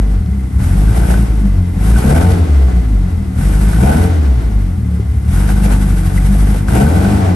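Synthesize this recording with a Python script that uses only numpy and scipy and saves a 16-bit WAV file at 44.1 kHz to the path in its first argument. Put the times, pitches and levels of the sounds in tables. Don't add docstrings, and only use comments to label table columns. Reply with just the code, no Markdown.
import sys
import numpy as np
from scipy import signal
from scipy.fft import rfft, irfft, next_fast_len
from scipy.io import wavfile
from scipy.ndimage import uniform_filter1d, minimum_filter1d, map_coordinates

SR = 44100
rng = np.random.default_rng(int(sys.argv[2]) if len(sys.argv) > 2 else 0)


def bounce(signal):
    frames = np.transpose(np.atleast_2d(signal))
    limited = np.clip(frames, -1, 1)
    pcm = np.round(limited * 32767).astype(np.int16)
    wavfile.write(sys.argv[1], SR, pcm)


N = 324135

# t/s, firing rate/Hz
FIRING_RATE = [(0, 50), (.14, 49.5), (.22, 38.4), (.33, 33.4), (.45, 31.8), (.55, 31.9), (.68, 45),
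               (.96, 56.7), (1.04, 57.7), (1.25, 55.3), (1.35, 52.8), (1.58, 45), (1.76, 42.3), (1.85, 54),
               (2.01, 59.9), (2.2, 85), (2.31, 90.3), (2.39, 84.9), (2.58, 67.8), (2.76, 59.8),
               (3.01, 45.7), (3.09, 43.9), (3.23, 38.5), (3.34, 35.8), (3.47, 50.2), (3.75, 51.6),
               (3.87, 70), (3.99, 83.5), (4.06, 89.5), (4.13, 84), (4.3, 64.9), (4.38, 58.4), (4.65, 45.6),
               (4.73, 43.7), (4.83, 36.6), (5.24, 33.6), (5.36, 45.8), (5.42, 50.8), (5.55, 49.3),
               (5.65, 50.3), (5.87, 48.8), (6.05, 45.5), (6.39, 50.3), (6.65, 49.1), (6.74, 59.5),
               (6.9, 79.7), (7, 93.2), (7.12, 102.7), (7.19, 99.2), (7.35, 86.8)]
# press/s, lift/s, depth/0-1, opening time/s, closing time/s, air gulp/dB
PEDAL = [(0.58, 1.19, 0.78, 0.023, 0.18, 0.5), (1.775, 2.312, 0.99, 0.054, 0.072, 3.5),
         (3.352, 4.058, 0.95, 0.027, 0.047, 1), (5.271, 6.587, 0.83, 0.039, 0.046, 4),
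         (6.672, 7.159, 0.84, 0.0073, 0.066, 1.5)]
CYLINDERS = [4.5, 0, 0, 0]
# t/s, depth/dB
MISFIRES = [(.51, 13), (.955, 6), (1.07, 11), (1.275, 8), (2.025, 9), (2.47, 12), (2.72, 13), (2.835, 13),
            (3.73, 7), (4.425, 23), (4.505, 15), (4.75, 2), (6.11, 14), (6.65, 4), (6.905, 7)]
# t/s, swell/dB
SWELLS = [(.61, 3.5), (.98, 6), (1.12, 8.5), (2.075, 4), (2.15, 4), (2.24, 1.5), (3.87, 10.5), (3.96, 2),
          (5.5, 2.5), (5.65, 3.5), (5.72, 5.5), (6.55, 2), (6.78, 12.5), (6.88, 2), (7.28, 8.5)]
# t/s, swing/dB
SPITS = [(.977, 3.5), (1.115, 2.5), (1.978, 3.5), (2.1, 2.5), (2.155, 0), (3.631, 4), (3.695, 3),
         (3.88, -2.5), (3.97, 0.5), (4.04, 2.5), (5.511, 4.5), (5.576, 2), (5.656, 5.5), (5.727, 3),
         (5.829, 4.5), (5.899, 3), (5.989, 3), (6.071, 3), (6.17, 5), (6.263, 3.5), (6.34, 3.5), (6.406, 4),
         (6.501, 3.5)]
# t/s, depth/dB
LULLS = [(.25, 2), (.45, -1), (4.78, 1)]
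# multiple of firing rate, cabin boom level/dB, pipe note level/dB
ORDERS = [(.5, -35, -6.5), (.75, -23, -1), (1, 2, -17), (1.5, -19, -11.5), (2, -4, 0), (2.5, -26, -8),
          (3, -3.5, 2.5), (3.5, -35, 0.5), (4, -8.5, -13.5), (5, -7, -1), (6, -9, -5), (7, -13, -5.5)]
# t/s, multiple of firing rate, swing/dB
ORDER_SWINGS = [(.1, 2, -10), (.1, 4, -12), (.43, 3, -8), (.79, 4, 7), (1.46, 4, 7), (1.66, 1, -16),
                (1.78, 4, 7), (1.9, 1, 4), (1.92, 2, -6), (2.58, 1, 3.5), (2.61, 3, -10), (2.76, 3, 7),
                (2.95, 4, 4), (3.11, 1, -11), (3.84, 3, 4), (4.38, 3, -8), (4.55, 4, -9), (4.74, 1, -10),
                (6, 3, -11), (6.32, 4, 5), (6.6, 1, -8), (6.79, 3, 4), (7.26, 2, 7)]
# f/Hz, level/dB
BOOM_SPECTRUM = [(32, -55), (40, -22.5), (44, -14.5), (48, -11.5), (68, -11), (90, -13), (100, -19),
                 (112, -15), (128, -24.5), (160, -30), (220, -33.5), (330, -40.5), (450, -39), (600, -58)]
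# f/Hz, width/Hz, lift/dB
CABIN_MODES = [(178, 10, 16), (198, 11, 17), (256, 14, 16), (302, 16, 10), (443, 24, 7)]
# f/Hz, level/dB
PIPE_SPECTRUM = [(50, -15.5), (100, -16.5), (140, -11), (175, -22), (200, -13), (235, -22.5), (275, -37),
                 (320, -25), (380, -33), (440, -23.5), (520, -60)]
# f/Hz, level/dB
THROB_SPECTRUM = [(33, -67.5), (49, 15.5), (70, 20), (110, 10), (160, 5.5), (215, 1.5), (240, -9),
                  (310, -12), (380, -16.5), (700, -51.5)]
# f/Hz, level/dB
BARK_SPECTRUM = [(150, -36.5), (320, 3.5), (400, -0.5), (540, 0.5), (900, -4.5), (1100, -12.5),
                 (1600, -19.5), (2400, -13.5), (4000, -33.5), (9000, -69)]
# f/Hz, width/Hz, lift/dB
PANEL_MODES = [(176.9, 8.2, 11), (196.5, 4.5, 3.5), (255.2, 6.5, 12.5), (300, 22, 3.5), (443, 22, 8),
               (590, 8, 1.5), (672, 21, 7.5), (746.8, 21, 9.5), (767, 154, 5.5), (832.4, 14, 6.5),
               (878, 22, 5), (922, 16, 3.5), (1096, 33, 4), (1365, 16, 3.5), (1430, 26, 5.5),
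               (1530, 36, 2.5), (2016, 50, 5)]
# t/s, level/dB
BANGS = [(0.601, -28), (1.12, -19.5), (5.642, -20), (5.662, -26), (5.706, -19), (5.728, -24), (5.75, -24),
         (6.472, -21), (6.492, -29), (6.545, -24), (6.562, -23)]
# f/Hz, level/dB
BANG_SPECTRUM = [(200, -16), (500, 7), (900, -4), (1600, -9), (2600, -11.5), (5000, -24), (12000, -40)]
# f/Hz, level/dB
INTAKE_SPECTRUM = [(400, -10), (900, 5.5), (1500, 6.5), (2200, 3), (3200, -3), (4500, -5), (7200, -4),
                   (9000, 0), (10700, 5.5), (11400, 1), (12000, -7.5), (12500, -14), (13200, -38)]
# f/Hz, level/dB
VALVE_SPECTRUM = [(300, 15), (800, -5.5), (1150, -1.5), (2100, -7.5), (2800, -12), (7000, -19.5),
                  (11500, -23), (13000, -48)]
# t/s, relative peak/dB
PINGS = [(.881, -19), (1.019, -21), (1.104, -18), (1.141, -13), (1.96, -11), (2.215, -16), (3.538, -22),
         (3.69, -27), (3.7325, -17), (3.7636, -17), (3.873, -20), (3.9142, -17), (5.374, -19),
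         (5.491, -12.5), (5.568, -21), (5.705, -20), (5.974, -22), (6.392, -25), (6.6843, -12),
         (6.752, -16), (6.867, -16), (7.049, -16)]
# f/Hz, level/dB, t60/s
METAL_MODES = [(753, 0, 0.086), (1210, -29, 0.046), (1373, -6.5, 0.1), (1480, -3.5, 0.077),
               (1516.5, 3.5, 0.093), (1584, -1.5, 0.052), (2094, -27, .04)]
# t/s, relative level/dB, f/Hz, width/Hz
BURSTS = [(0.261, -40, 4170, 3030), (2.319, -28, 5500, 6010), (4.039, -28.5, 4990, 5025),
          (4.995, -15.5, 358, 110), (6.177, -23, 2040, 220)]
# f/Hz, coherence/0-1
COHERENCE = [(60, .999), (200, 0.6), (300, 0.65), (450, 0.19), (1100, 0.034), (1600, 0.14), (3500, 0.31),
             (5500, 0.61), (7200, 0.11), (8400, 1), (12000, 1)]
# f/Hz, left lead/rad
PORT_PHASE = [(100, 0), (450, .2), (750, 1.3), (1500, 0), (2700, .9), (6500, .4), (7700, 1), (8700, -.1),
              (10200, -3.14), (11700, -6.28)]
# f/Hz, left minus right/dB
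PORT_BALANCE = [(60, .5), (300, 2.5), (600, 4), (1500, -0.5), (2600, 2), (4500, 5), (7000, 3.5), (8700, 0)]

# shut at cruise/dB, added when open/dB, speed/(dB/octave), strain/(dB/unit), swell share
THROB_LAW = (-27.5, 10.5, -1, .7, .5)
BARK_LAW = (-41, 8.5, 10.5, 1, 1.11)
HISS_LAW = (-43.5, 13, 1, 0.12, .5)
RATTLE_LAW = (-53, 13, 8.5, 1, 1)

IDLE_HZ, CRUISE_HZ, ON_SONG_HZ = 32, 50, 66.3
FALTER_LEAD_S, FALTER_SHARE = 0.044, 0.46
SPIT_BARK_SHARE, SPIT_THROB_SHARE = .45, .6
THUD_BELOW_OPENING = .3


def firings(turns, scatter_db, jitter_s, miss_share=0):
    at = np.flatnonzero(np.diff(np.floor(turns)) > 0)
    burn, late = rng.standard_normal((len(at), 2)).T
    lit = np.where(rng.random(len(at)) < miss_share, .25, 1)
    strength = amp(np.resize(CYLINDERS, len(at)) + scatter_db * burn) * lit
    return np.bincount(np.clip(at + (jitter_s * SR * late).astype(int), 0, N - 1), strength, N)


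def throttle():
    t = np.arange(N) / SR
    fade = lambda start_s, tau_s: np.exp(-np.maximum(t - start_s, 0) / tau_s)
    return sum(depth * (1 - fade(press_s, rise_s)) * fade(lift_s, close_s)
               for press_s, lift_s, depth, rise_s, close_s, _ in PEDAL)


def strain(rate_hz, smooth_s):
    octaves_per_s = uniform_filter1d(np.gradient(np.log2(rate_hz)) * SR, size=int(smooth_s * SR))
    return np.maximum(octaves_per_s, 0) * np.log2(rate_hz / IDLE_HZ)


def level(law, opening, rate_hz, pull):
    shut_db, open_db, octave_db, strain_db, swell_share = law
    speed_db = octave_db * np.log2(rate_hz / CRUISE_HZ)
    swell_db = swell_share * bumps(SWELLS, half_s=0.063)
    return amp(shut_db + open_db * opening + speed_db + strain_db * pull + swell_db)


def boom(turns, rate_hz, opening):
    tones = np.zeros(N)
    song = opening * np.interp(rate_hz, [CRUISE_HZ, ON_SONG_HZ], [0.32, 1])
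    for order, boom_db, note_db in ORDERS:
        hz = order * rate_hz
        fade_db = 4 * (order > 2) * np.log2(rate_hz / IDLE_HZ)
        cabin_gain = amp(along(BOOM_SPECTRUM, hz) + resonances(CABIN_MODES, hz) + boom_db - fade_db)
        pipe_gain = song * amp(along(PIPE_SPECTRUM, hz) + note_db)
        swing_db = bumps([(s, db) for s, k, db in ORDER_SWINGS if k == order], half_s=0.051)
        flutter_db = (1.7 if order == 1 else 3.2) * wobble(30)
        gain = np.hypot(cabin_gain, pipe_gain) * amp(swing_db + flutter_db)
        tones += gain * np.cos(2 * np.pi * order * turns)
    return np.sqrt(2) * dispersed(tones, delay_s=.008, corner_hz=100)


def throb(turns, rate_hz, pulses, gas_share):
    mean_push = pulses.sum() / turns[-1] * rate_hz / SR
    low_orders = mean_push * (1 + 2 * sum(np.cos(2 * np.pi * k * turns) for k in range(1, 4)))
    mid_only = np.array([[1], [0]])
    thuds = unit(pulses - low_orders) * mid_only + gas_share * puffs(pulses, decay_s=0.0066)
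    thuds = dispersed(thuds, delay_s=0.01468, corner_hz=283.0)
    return steady(spread(body(thuds, THROB_SPECTRUM)), window_s=0.058)


def bark(turns, pulses, drone_db, echo_s):
    pulse_and_echo = unit(np.array([pulses, np.roll(pulses, int(echo_s * SR))]))
    cracks = cabin(pulse_and_echo, t60_s=0.13, wet=0.55)
    gas = unit(cabin(puffs(pulses, decay_s=.016), t60_s=.12, wet=.45))
    rough = unit(body(cracks + gas, BARK_SPECTRUM))
    clean = unit(body(drone(turns, count=15, flutter_db=3), BARK_SPECTRUM))
    return steady(spread(rough + amp(drone_db) * clean), window_s=.05)


def drone(turns, count, flutter_db):
    crank = np.exp(1j * np.pi * turns)
    phases = np.exp(2j * np.pi * rng.random((count, 2, 1)))
    return unit(sum(amp(flutter_db * wobble(20)) * (phase * crank ** k).real
                    for k, phase in enumerate(phases, 9)))


def bangs(decay_s):
    t = np.arange(N) / SR
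    flare = sum(amp(db) * (t >= s) * np.exp(-np.abs(t - s) / decay_s) for s, db in BANGS)
    return flare * unit(spread(body(rng.standard_normal((2, N)), BANG_SPECTRUM)))


def intake(turns, pulse_depth, flutter_db):
    suction = (1 + pulse_depth * np.cos(2 * np.pi * turns)) * amp(flutter_db * wobble(45))
    hiss = cabin(rng.standard_normal((2, N)), t60_s=.1, wet=.25)
    return unit(suction * spread(body(hiss, INTAKE_SPECTRUM)))


def valves(turns, rate_hz, db_per_octave):
    taps = firings(2 * turns, scatter_db=1.5, jitter_s=.001)
    ticks = steady(spread(body(puffs(taps, decay_s=0.11), VALVE_SPECTRUM)), window_s=0.022)
    return ticks * amp(db_per_octave * np.log2(rate_hz / CRUISE_HZ))


def rocker_ring(turns, ring_hz, decay_s):
    taps = firings(2 * turns, scatter_db=2.5, jitter_s=.002)
    t = np.arange(SR // 8) / SR
    mode = np.sin(2 * np.pi * ring_hz * t) * np.exp(-t / decay_s)
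    return unit(signal.fftconvolve(taps, mode)[:N])


def metal(contact, crack_db=-12):
    t = np.arange(SR // 10) / SR
    modes = sum(amp(db - 60 * t / t60_s) * np.sin(2 * np.pi * hz * t) for hz, db, t60_s in METAL_MODES)
    crack = signal.lfilter(*signal.butter(1, [900, 3000], 'band', fs=SR), contact)
    return unit(signal.fftconvolve(contact, modes)[:len(contact)]) + amp(crack_db) * unit(crack)


def pings(gain_db, skitter, bounce_s):
    out = np.zeros(N + SR)
    t = np.arange(SR // 8) / SR
    for s, db in PINGS:
        contact = (t == 0) + skitter * rng.standard_normal(len(t)) * np.exp(-t / bounce_s)
        strike = metal(contact)
        out[round(s * SR):][:len(t)] += amp(gain_db + db) * strike / np.abs(strike).max()
    return out[:N]


def chatter(turns, contact_s):
    taps = firings(turns, scatter_db=4, jitter_s=.002)
    ringing = np.array([metal(contact) for contact in puffs(taps, contact_s)])
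    return steady(spread(ringing), window_s=.08)


def bursts(gain_db):
    out = np.zeros(N + SR)
    t = np.arange(SR // 4) / SR
    hz = np.fft.rfftfreq(2 * len(t), 1 / SR)
    for s, db, centre_hz, width_hz in BURSTS:
        response = 1 / (1 + (2 * (hz - centre_hz) / width_hz) ** 4)
        band = irfft(rfft(rng.standard_normal(2 * len(t))) * response)[:len(t)]
        decay_s = 0.0021 + .4 / width_hz
        rise = 1 - np.exp(-(np.pi * t * width_hz) ** 2)
        out[round(s * SR):][:len(t)] += amp(gain_db + db) * unit(band) * rise * np.exp(-t / decay_s)
    return out[:N]


def puffs(pulses, decay_s):
    flare = signal.lfilter([1], [1, -np.exp(-1 / (decay_s * SR))], pulses)
    return unit(flare * rng.standard_normal((2, N)))


def dispersed(x, delay_s, corner_hz):
    return filtered(x, lambda hz: np.exp(-2j * np.pi * delay_s * corner_hz * np.arctan(hz / corner_hz)))


def body(x, spectrum):
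    size = 16384
    hz = np.fft.rfftfreq(size, 1 / SR)
    db = along(spectrum, hz) + resonances(PANEL_MODES, hz)
    cepstrum = irfft(np.log(amp(db)))
    cepstrum[1:size // 2] *= 2
    cepstrum[size // 2 + 1:] = 0
    impulse = irfft(np.exp(rfft(cepstrum)))
    return signal.fftconvolve(x, impulse[None], axes=1)[:, :N]


def cabin(x, t60_s, wet):
    t = np.arange(SR // 4) / SR
    tail = rng.standard_normal((2, len(t))) * amp(-60 * t / t60_s)
    return x + wet * signal.fftconvolve(x[:1], tail / np.linalg.norm(tail[0]), axes=1)[:, :N]


def spread(pair):
    angle_rad = lambda hz: np.arccos(np.clip(along(COHERENCE, hz), -1, 1)) / 2
    mid, side = filtered(pair, lambda hz: np.array([np.cos(angle_rad(hz)), np.sin(angle_rad(hz))]))
    return np.array([mid + side, mid - side])


def resonances(modes, hz):
    return sum(db / (1 + (2 * (hz - centre_hz) / width_hz) ** 2) for centre_hz, width_hz, db in modes)


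def bumps(events, half_s):
    t = np.arange(N) / SR
    return sum(db * np.exp(-((t - s) / half_s) ** 2) for s, db in events)


def wobble(knots_per_s):
    knots = rng.standard_normal(int(N * knots_per_s / SR) + 4)
    return map_coordinates(knots, [np.arange(N) * knots_per_s / SR])


def steady(x, window_s):
    size = int(window_s * SR)
    power = uniform_filter1d(uniform_filter1d(np.mean(x ** 2, axis=0), size), size)
    return x / np.sqrt(np.abs(power) + 1e-12)


def filtered(x, response):
    size = next_fast_len(N + SR // 2)
    return irfft(rfft(x, size) * response(np.fft.rfftfreq(size, 1 / SR)), size)[..., :N]


def along(points, hz):
    knots_hz, values = np.transpose(points)
    return np.interp(np.log(hz + 1), np.log(knots_hz + 1), values)


def amp(db):
    return 10 ** (np.asarray(db) / 20)


def unit(x):
    return x / np.sqrt(np.mean(x ** 2) + 1e-20)


def limiter(x, ceiling):
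    needed = np.minimum(1, ceiling / (np.abs(x).max(axis=0) + 1e-9))
    return x * uniform_filter1d(minimum_filter1d(needed, size=160), size=160)


def scene():
    rate_hz = np.interp(np.arange(N) / SR, *np.transpose(FIRING_RATE))
    opening = throttle()
    state = opening, rate_hz, strain(rate_hz, smooth_s=0.31)
    turns = np.cumsum(rate_hz) / SR + .025 * wobble(10)
    burns = firings(turns, scatter_db=3, jitter_s=.0003, miss_share=.08)
    pulses = burns ** np.clip(.45 + opening, .05, 1)

    stumble_db = bumps(MISFIRES, half_s=0.014)
    falter_db = bumps([(s - FALTER_LEAD_S, db) for s, db in SPITS], half_s=0.018)
    spit_db = bumps(SPITS, half_s=0.018) - FALTER_SHARE * falter_db
    gulp_db = bumps([(press_s + 0.09, db) for press_s, *_, db in PEDAL], half_s=0.12)
    lull_db = bumps(LULLS, half_s=0.13)
    drone_db = np.interp(rate_hz, [50, 80], [-10, 1.5])

    tones = amp(0.12 - stumble_db) * boom(turns, rate_hz, opening)
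    thuds = level(THROB_LAW, *state) * throb(turns, rate_hz, pulses, gas_share=.25)
    thuds *= amp(SPIT_THROB_SHARE * spit_db + (THUD_BELOW_OPENING - opening) * stumble_db)
    exhaust = level(BARK_LAW, *state) * bark(turns, np.sqrt(pulses), drone_db, echo_s=0.00228)
    exhaust *= amp(SPIT_BARK_SHARE * spit_db)
    air = level(HISS_LAW, *state) * intake(turns, pulse_depth=0.05, flutter_db=1)
    air *= amp(spit_db + gulp_db)
    ticking = amp(-26.5) * valves(turns, rate_hz, db_per_octave=9.0)
    loose = level(RATTLE_LAW, *state) * chatter(turns, contact_s=.007)
    rocker = amp(-52.5) * rocker_ring(turns, ring_hz=2054, decay_s=0.0056)
    hits = pings(gain_db=-1.5, skitter=.06, bounce_s=.006) + bursts(gain_db=1.5) + bangs(decay_s=.009)
    return tones + thuds + (exhaust + air + ticking + rocker + loose) * amp(-lull_db) + hits


def record(dry):
    low_hz, top_hz = 28, 13000
    sides = np.array([[.5], [-.5]])
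    ports = lambda hz: amp(sides * along(PORT_BALANCE, hz)) * np.exp(1j * sides * along(PORT_PHASE, hz))
    band = lambda hz: (hz < top_hz) * hz ** 4 / (hz ** 4 + low_hz ** 4)
    return filtered(limiter(filtered(dry, ports), ceiling=.92), band)


dry = scene()
out = record(dry)
bounce(out)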